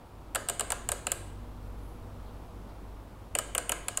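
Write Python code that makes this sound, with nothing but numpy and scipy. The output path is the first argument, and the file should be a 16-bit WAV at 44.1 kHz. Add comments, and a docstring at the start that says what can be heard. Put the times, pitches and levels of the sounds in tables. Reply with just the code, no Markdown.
"""A low rumble and mains hum, then the clicks of a plastic toy turntable wound by hand on a table:
two twists, with a pause while the fingers brush the plastic for a new grip. At each ratchet tooth two
pawls snap over, one just after the other. Each snap rings the pawl and the hollow base, the low knock
arriving last, and a small room answers."""
import sys
import numpy as np
from scipy import signal
from scipy.fft import rfft, irfft
from scipy.io import wavfile
from scipy.ndimage import uniform_filter1d

SR = 44100
rng = np.random.default_rng(int(sys.argv[2]) if len(sys.argv) > 2 else 0)


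def put_to_file(sound):
    """Save the sound as 16-bit audio at rate SR, in the file named by the first command-line argument."""
    columns = np.atleast_2d(sound).T  # one column per channel
    safe = np.clip(columns, -1, 1)
    whole_steps = np.round(safe * 32767)
    wavfile.write(sys.argv[1], SR, whole_steps.astype(np.int16))


N = 176400
SNAP_SAMPLES = 3000
TIME, SNAP_TIME = np.arange(N) / SR, np.arange(SNAP_SAMPLES) / SR


def undb(db):
    """Decibels to gain."""
    return 10 ** (np.asarray(db) / 20)


def unit(x):
    """Scale to an energy of 1."""
    return x / np.sqrt(np.sum(x ** 2) + 1e-30)


def on_log(hz, points):
    """Read a curve on a log-frequency axis."""
    freqs, values = np.array(points, float).T
    return np.interp(np.log(np.maximum(hz, 1)), np.log(freqs), values)


def band(x, edges_hz):
    """Steep band-pass, scaled to an energy of 1."""
    return unit(signal.sosfilt(signal.butter(4, edges_hz, "band", fs=SR, output="sos"), x))


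def drift(rate_hz):
    """Smooth random modulation with a spread of 1."""
    hold = int(SR / rate_hz)
    steps = np.repeat(rng.standard_normal(N // hold + 2), hold)
    smooth = uniform_filter1d(uniform_filter1d(steps, hold), hold)[:N]
    return smooth / smooth.std()


# Room tone EQ: f/Hz, relative level/dB
ROOM_TONE_EQ = [(20, -9.5), (35, -15.5), (48, -7), (62, -20.5), (76, -10.5), (105, -9.5), (130, -18),
                (190, -17), (280, -15.5), (420, -22), (950, -23), (1300, -28.5), (1750, -36.5),
                (3500, -41.5), (6500, -48.5), (10000, -48.5), (16000, -51)]

def room_tone():
    """A noise bed: low rumble under a thin hiss, at an RMS of 1."""
    eq = undb(on_log(np.fft.rfftfreq(N, 1 / SR), ROOM_TONE_EQ))
    return unit(irfft(rfft(rng.standard_normal(N)) * eq, N)) * np.sqrt(N)


# Hum tones: f/Hz, relative level/dB
HUM_TONES = [(49, -46), (63, -55), (98, -52.5), (146, -63), (240, -63), (480, -64)]

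def mains_hum():
    """Low tones, each wavering in level and phase."""
    hum = 0
    for hz, db in HUM_TONES:
        waver = 1 + .25 * (drift(rate_hz=11) + 1j * drift(rate_hz=11))
        tone = np.exp(2j * np.pi * (hz * TIME + rng.random()))
        hum += undb(db) * np.sqrt(N) * unit(np.real(waver * tone))
    return hum


# Fader moves on the bed: t/s, hum gain/dB, room tone gain/dB
BED_FADERS = [(0, -9, -2), (.7, -2.5, 0), (1.25, -.3, 0), (1.7, 2.5, 0), (2.3, 1, .5), (2.75, -1.5, 0),
              (3.25, -5, -.5), (4, -6, 0)]

def background(tone_db=-48):
    """Nearly steady room tone, with a hum that swells between the twists."""
    times, hum_ride, tone_ride = np.array(BED_FADERS).T
    tone = room_tone() * undb(tone_db + np.interp(TIME, times, tone_ride))
    return tone + mains_hum() * undb(np.interp(TIME, times, hum_ride))


# Reverb EQ: f/Hz, relative level/dB
REVERB_EQ = [(150, -4), (300, 11.5), (480, -4), (700, -2.5), (1200, -4), (2000, -1), (2900, -8), (3600, -3),
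             (5000, -6), (6500, -3.5), (7200, -11.5), (8300, -8.5), (9200, -12), (11000, -11.5),
             (16000, -15)]
# Reverb decay: f/Hz, T60/s
REVERB_DECAY = [(300, 0.84), (1200, 0.62), (3500, 0.75), (8000, 0.54), (15000, .35)]

def room(x, trim_db=-2.5, predelay_s=.0048, build_s=.0034):
    """The diffuse tail of a small room, shortest in the top treble."""
    t, hz = np.arange(SR) / SR, np.fft.rfftfreq(SR, 1 / SR)
    spectrum = rfft(unit(rng.standard_normal(SR))) * undb(on_log(hz, REVERB_EQ))
    edges_hz = np.geomspace(100, 18000, 12)
    tail = 0
    for low, high in zip(edges_hz, edges_hz[1:]):
        rate = np.log(1000) / on_log(np.sqrt(low * high), REVERB_DECAY)
        noise = irfft(spectrum * (hz >= low) * (hz < high), SR)
        tail += noise * np.exp(-rate * t) * np.sqrt(2 * rate)  # same energy at any decay rate
    fade_in = np.clip((t - predelay_s) / build_s, 0, 1)
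    return undb(trim_db) * signal.fftconvolve(x, tail * fade_in)[:N]


# Finger brushes: peak t/s, half length/s, low f/Hz, high f/Hz, level/dB
BRUSHES = [(1.67, 0.048, 9000, 14000, -75), (1.883, 0.11, 9100, 12500, -70),
           (2.277, 0.042, 3000, 4500, -68), (2.698, 0.021, 3180, 5500, -68)]

def fingers():
    """Faint swells of friction hiss as the hand takes a new grip on the plastic."""
    out = 0
    for peak_s, half_s, low, high, db in BRUSHES:
        hiss = band(rng.standard_normal(N), (low, high)) * np.sqrt(N)
        out += undb(db) * hiss * np.exp(-((TIME - peak_s) / half_s) ** 2)
    return out


def slip(fall_s, rise_s=.001, grit=.45):
    """Contact force: a burst of tiny impacts that swells and dies away."""
    push, size = rng.standard_normal((2, SNAP_SAMPLES))
    attack = np.minimum(SNAP_TIME / rise_s, 1)
    decay = np.exp(-np.maximum(SNAP_TIME - rise_s, 0) / fall_s)
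    return push * np.exp(grit * size) * attack * decay


def ring(force, modes, detune=.028):
    """A force rings damped modes, each with random detune and polarity and an optional delay."""
    out = 0
    for hz, t60, db, *delay_s in modes:
        age = np.maximum(SNAP_TIME - sum(delay_s), 0)
        pitch_hz = hz * (1 + detune * rng.uniform(-1, 1))
        mode = np.sin(2 * np.pi * pitch_hz * age) * np.exp(-np.log(1000) * age / t60)
        driven = unit(signal.fftconvolve(force, mode)[:SNAP_SAMPLES])
        out += rng.choice([-1, 1]) * undb(db) * driven
    return unit(out)


def bending_wave(from_hz=820, to_hz=327.4, glide_s=.01673, peak_s=.0077):
    """A knock that falls in pitch: the lower a bending wave, the later it arrives."""
    glide_hz = to_hz + (from_hz - to_hz) * np.exp(-SNAP_TIME / glide_s)
    tuning = 1 + .056 * rng.standard_normal()
    sweep = np.sin(2 * np.pi * (np.cumsum(glide_hz * tuning) / SR + rng.random()))
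    return unit(sweep * SNAP_TIME * np.exp(-SNAP_TIME / peak_s))


# Base modes, three each for shell, body and knock: f/Hz, T60/s, relative level/dB, delay/s
BASE_MODES = [(2926, 0.0093, 20, 0.00025), (2820, .014, -6, 0.00024), (2310, .014, 8, 0.00072),
              (1611, 0.031, 3, 0.001045), (1308, 0.017, 4.5, 0.001542), (1019, 0.015, 1.5, 0.00152),
              (695, 0.068, 3.5, 0.0014), (573, 0.03, 0.5, 0.00806), (430, 0.013, -6, .014)]
# Passbands of shell, body and knock: low f/Hz, high f/Hz
BASE_BANDS = [(1900, 3190), (890, 1804), (376, 872)]

def base(levels_db, trims_db=(1.3, -2.5, -1.83), rattle_db=-4, bend_db=-2):
    """The hollow base answers with shell, body and knock, each with a short rattle of loose parts."""
    layers = []
    for modes, edges_hz in zip(np.split(np.array(BASE_MODES), 3), BASE_BANDS):
        tone = band(ring(slip(fall_s=.0014), modes), edges_hz)
        rattle = band(slip(fall_s=.005), edges_hz)
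        layers.append(unit(tone + undb(rattle_db) * rattle))
    layers[-1] = unit(layers[-1] + undb(bend_db) * bending_wave())
    return undb(np.add(levels_db, trims_db)) @ np.array(layers)


# Bright ring of a pawl: f/Hz, T60/s, relative level/dB
PAWL_MODES = [(7150, 0.019, 10.5), (7400, 0.0058, -2), (7900, 0.021, 9), (8500, 0.012, 8), (8500, 0.026, 7),
              (9120, 0.0043, 12), (10830, 0.0091, -8.5)]
# Sharp tick of the tooth edge: f/Hz, T60/s, relative level/dB
TICK_MODES = [(10240, 0.0051, 9.5), (11340, 0.012, 6), (13300, .005, -25), (13640, 0.004, 6)]
RING_HZ, TICK_HZ, SCRAPE_HZ, CRACK_HZ = (6410, 11100), (8960, 14400), (5270, 14700), (3240, 4965)

def pawl(accent_hz, accent_db, ring_db, tick_db, crack_db, accent_t60_s=.0078):
    """A pawl drops off a tooth: a ring with one accented mode, a little scrape, a tick, a lower crack."""
    force = slip(fall_s=.0008)
    shared_ring = ring(force, PAWL_MODES)
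    accent = ring(slip(fall_s=.0008), [(accent_hz, accent_t60_s, 0)])
    tone = band(shared_ring + undb(accent_db) * accent, RING_HZ)
    scrape = band(slip(fall_s=.0044), SCRAPE_HZ)
    crack = band(slip(fall_s=.0044), CRACK_HZ)
    tick = band(ring(force, TICK_MODES), TICK_HZ)
    return (undb(ring_db + .54) * (tone + undb(-13.5) * scrape)
            + undb(tick_db - 7.5) * tick + undb(crack_db - 1.5) * crack)


# Cue list, one row per snap: t/s, accent f/Hz, relative level/dB of ring, tick, crack, shell, body, knock
SNAPS = [(0.348, 8200, -32, -33, -45, -40, -37.5, -35.5),
         (0.3558, 8940, -31.0, -30.5, -39, -39.5, -28.5, -32.5),
         (0.4858, 8500, -30, -35, -40.5, -41.5, -39, -38),
         (0.4962, 8720, -30.5, -30, -42.5, -41, -37, -33.5), (0.5949, 8100, -29, -46, -46, -40, -37, -40),
         (0.6067, 7440, -31.5, -32.5, -40.5, -41.5, -33.5, -35),
         (0.7029, 8000, -31.5, -49, -43.5, -42, -38, -36), (0.7194, 8150, -30, -31, -41.5, -40, -31, -36.5),
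         (0.8884, 7700, -29, -36.5, -44, -40, -35.5, -35),
         (0.917, 8060, -29.2, -27.5, -40.5, -43, -35, -33),
         (1.0679, 8070, -31, -36, -39.5, -36, -34, -34.5),
         (1.117, 7450, -27.5, -24.5, -41.6, -41, -37, -37),
         (3.3504, 8400, -28.5, -33, -43.5, -33, -36, -30.5),
         (3.386, 8380, -27, -29, -41, -40.5, -32, -35.5), (3.5491, 9800, -30.5, -27.5, -52, -34, -33, -34),
         (3.579, 9030, -26.5, -83, -40, -41.5, -32, -34.5), (3.693, 9600, -30, -29, -51, -34, -35.5, -35),
         (3.7186, 6770, -30, -29, -41.5, -37.5, -31, -36.5),
         (3.8824, 9960, -31, -36, -40.5, -40, -36.5, -39.5),
         (3.972, 6800, -27.0, -32, -44, -40.5, -36.5, -39)]

def ratchet(accent_db):
    """Both twists, dry: every snap sounds the pawl and the base together."""
    out = np.zeros(N + SNAP_SAMPLES)
    for start_s, accent_hz, ring_db, tick_db, crack_db, *base_db in SNAPS:
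        start = int(start_s * SR)
        snap = pawl(accent_hz, accent_db, ring_db, tick_db, crack_db) + base(base_db)
        out[start:start + SNAP_SAMPLES] += snap
    return out[:N] * np.sqrt(.01 * SR)  # an energy of 1 becomes an RMS of 1 over 10 ms


def scene():
    """A close mono mix on two channels; the room returns what the toy sends out to either side."""
    reverb = sum(room(ratchet(accent_db=-10)) for side in range(2)) / np.sqrt(2)
    mix = ratchet(accent_db=-1.5) + reverb + fingers() + background()
    return np.tile(mix, (2, 1))


def record(dry, cutoff_hz=15700):
    """A steep low-pass takes off the very top."""
    return signal.sosfilt(signal.ellip(8, .2, 70, cutoff_hz, fs=SR, output="sos"), dry)


dry = scene()
out = record(dry)
put_to_file(out)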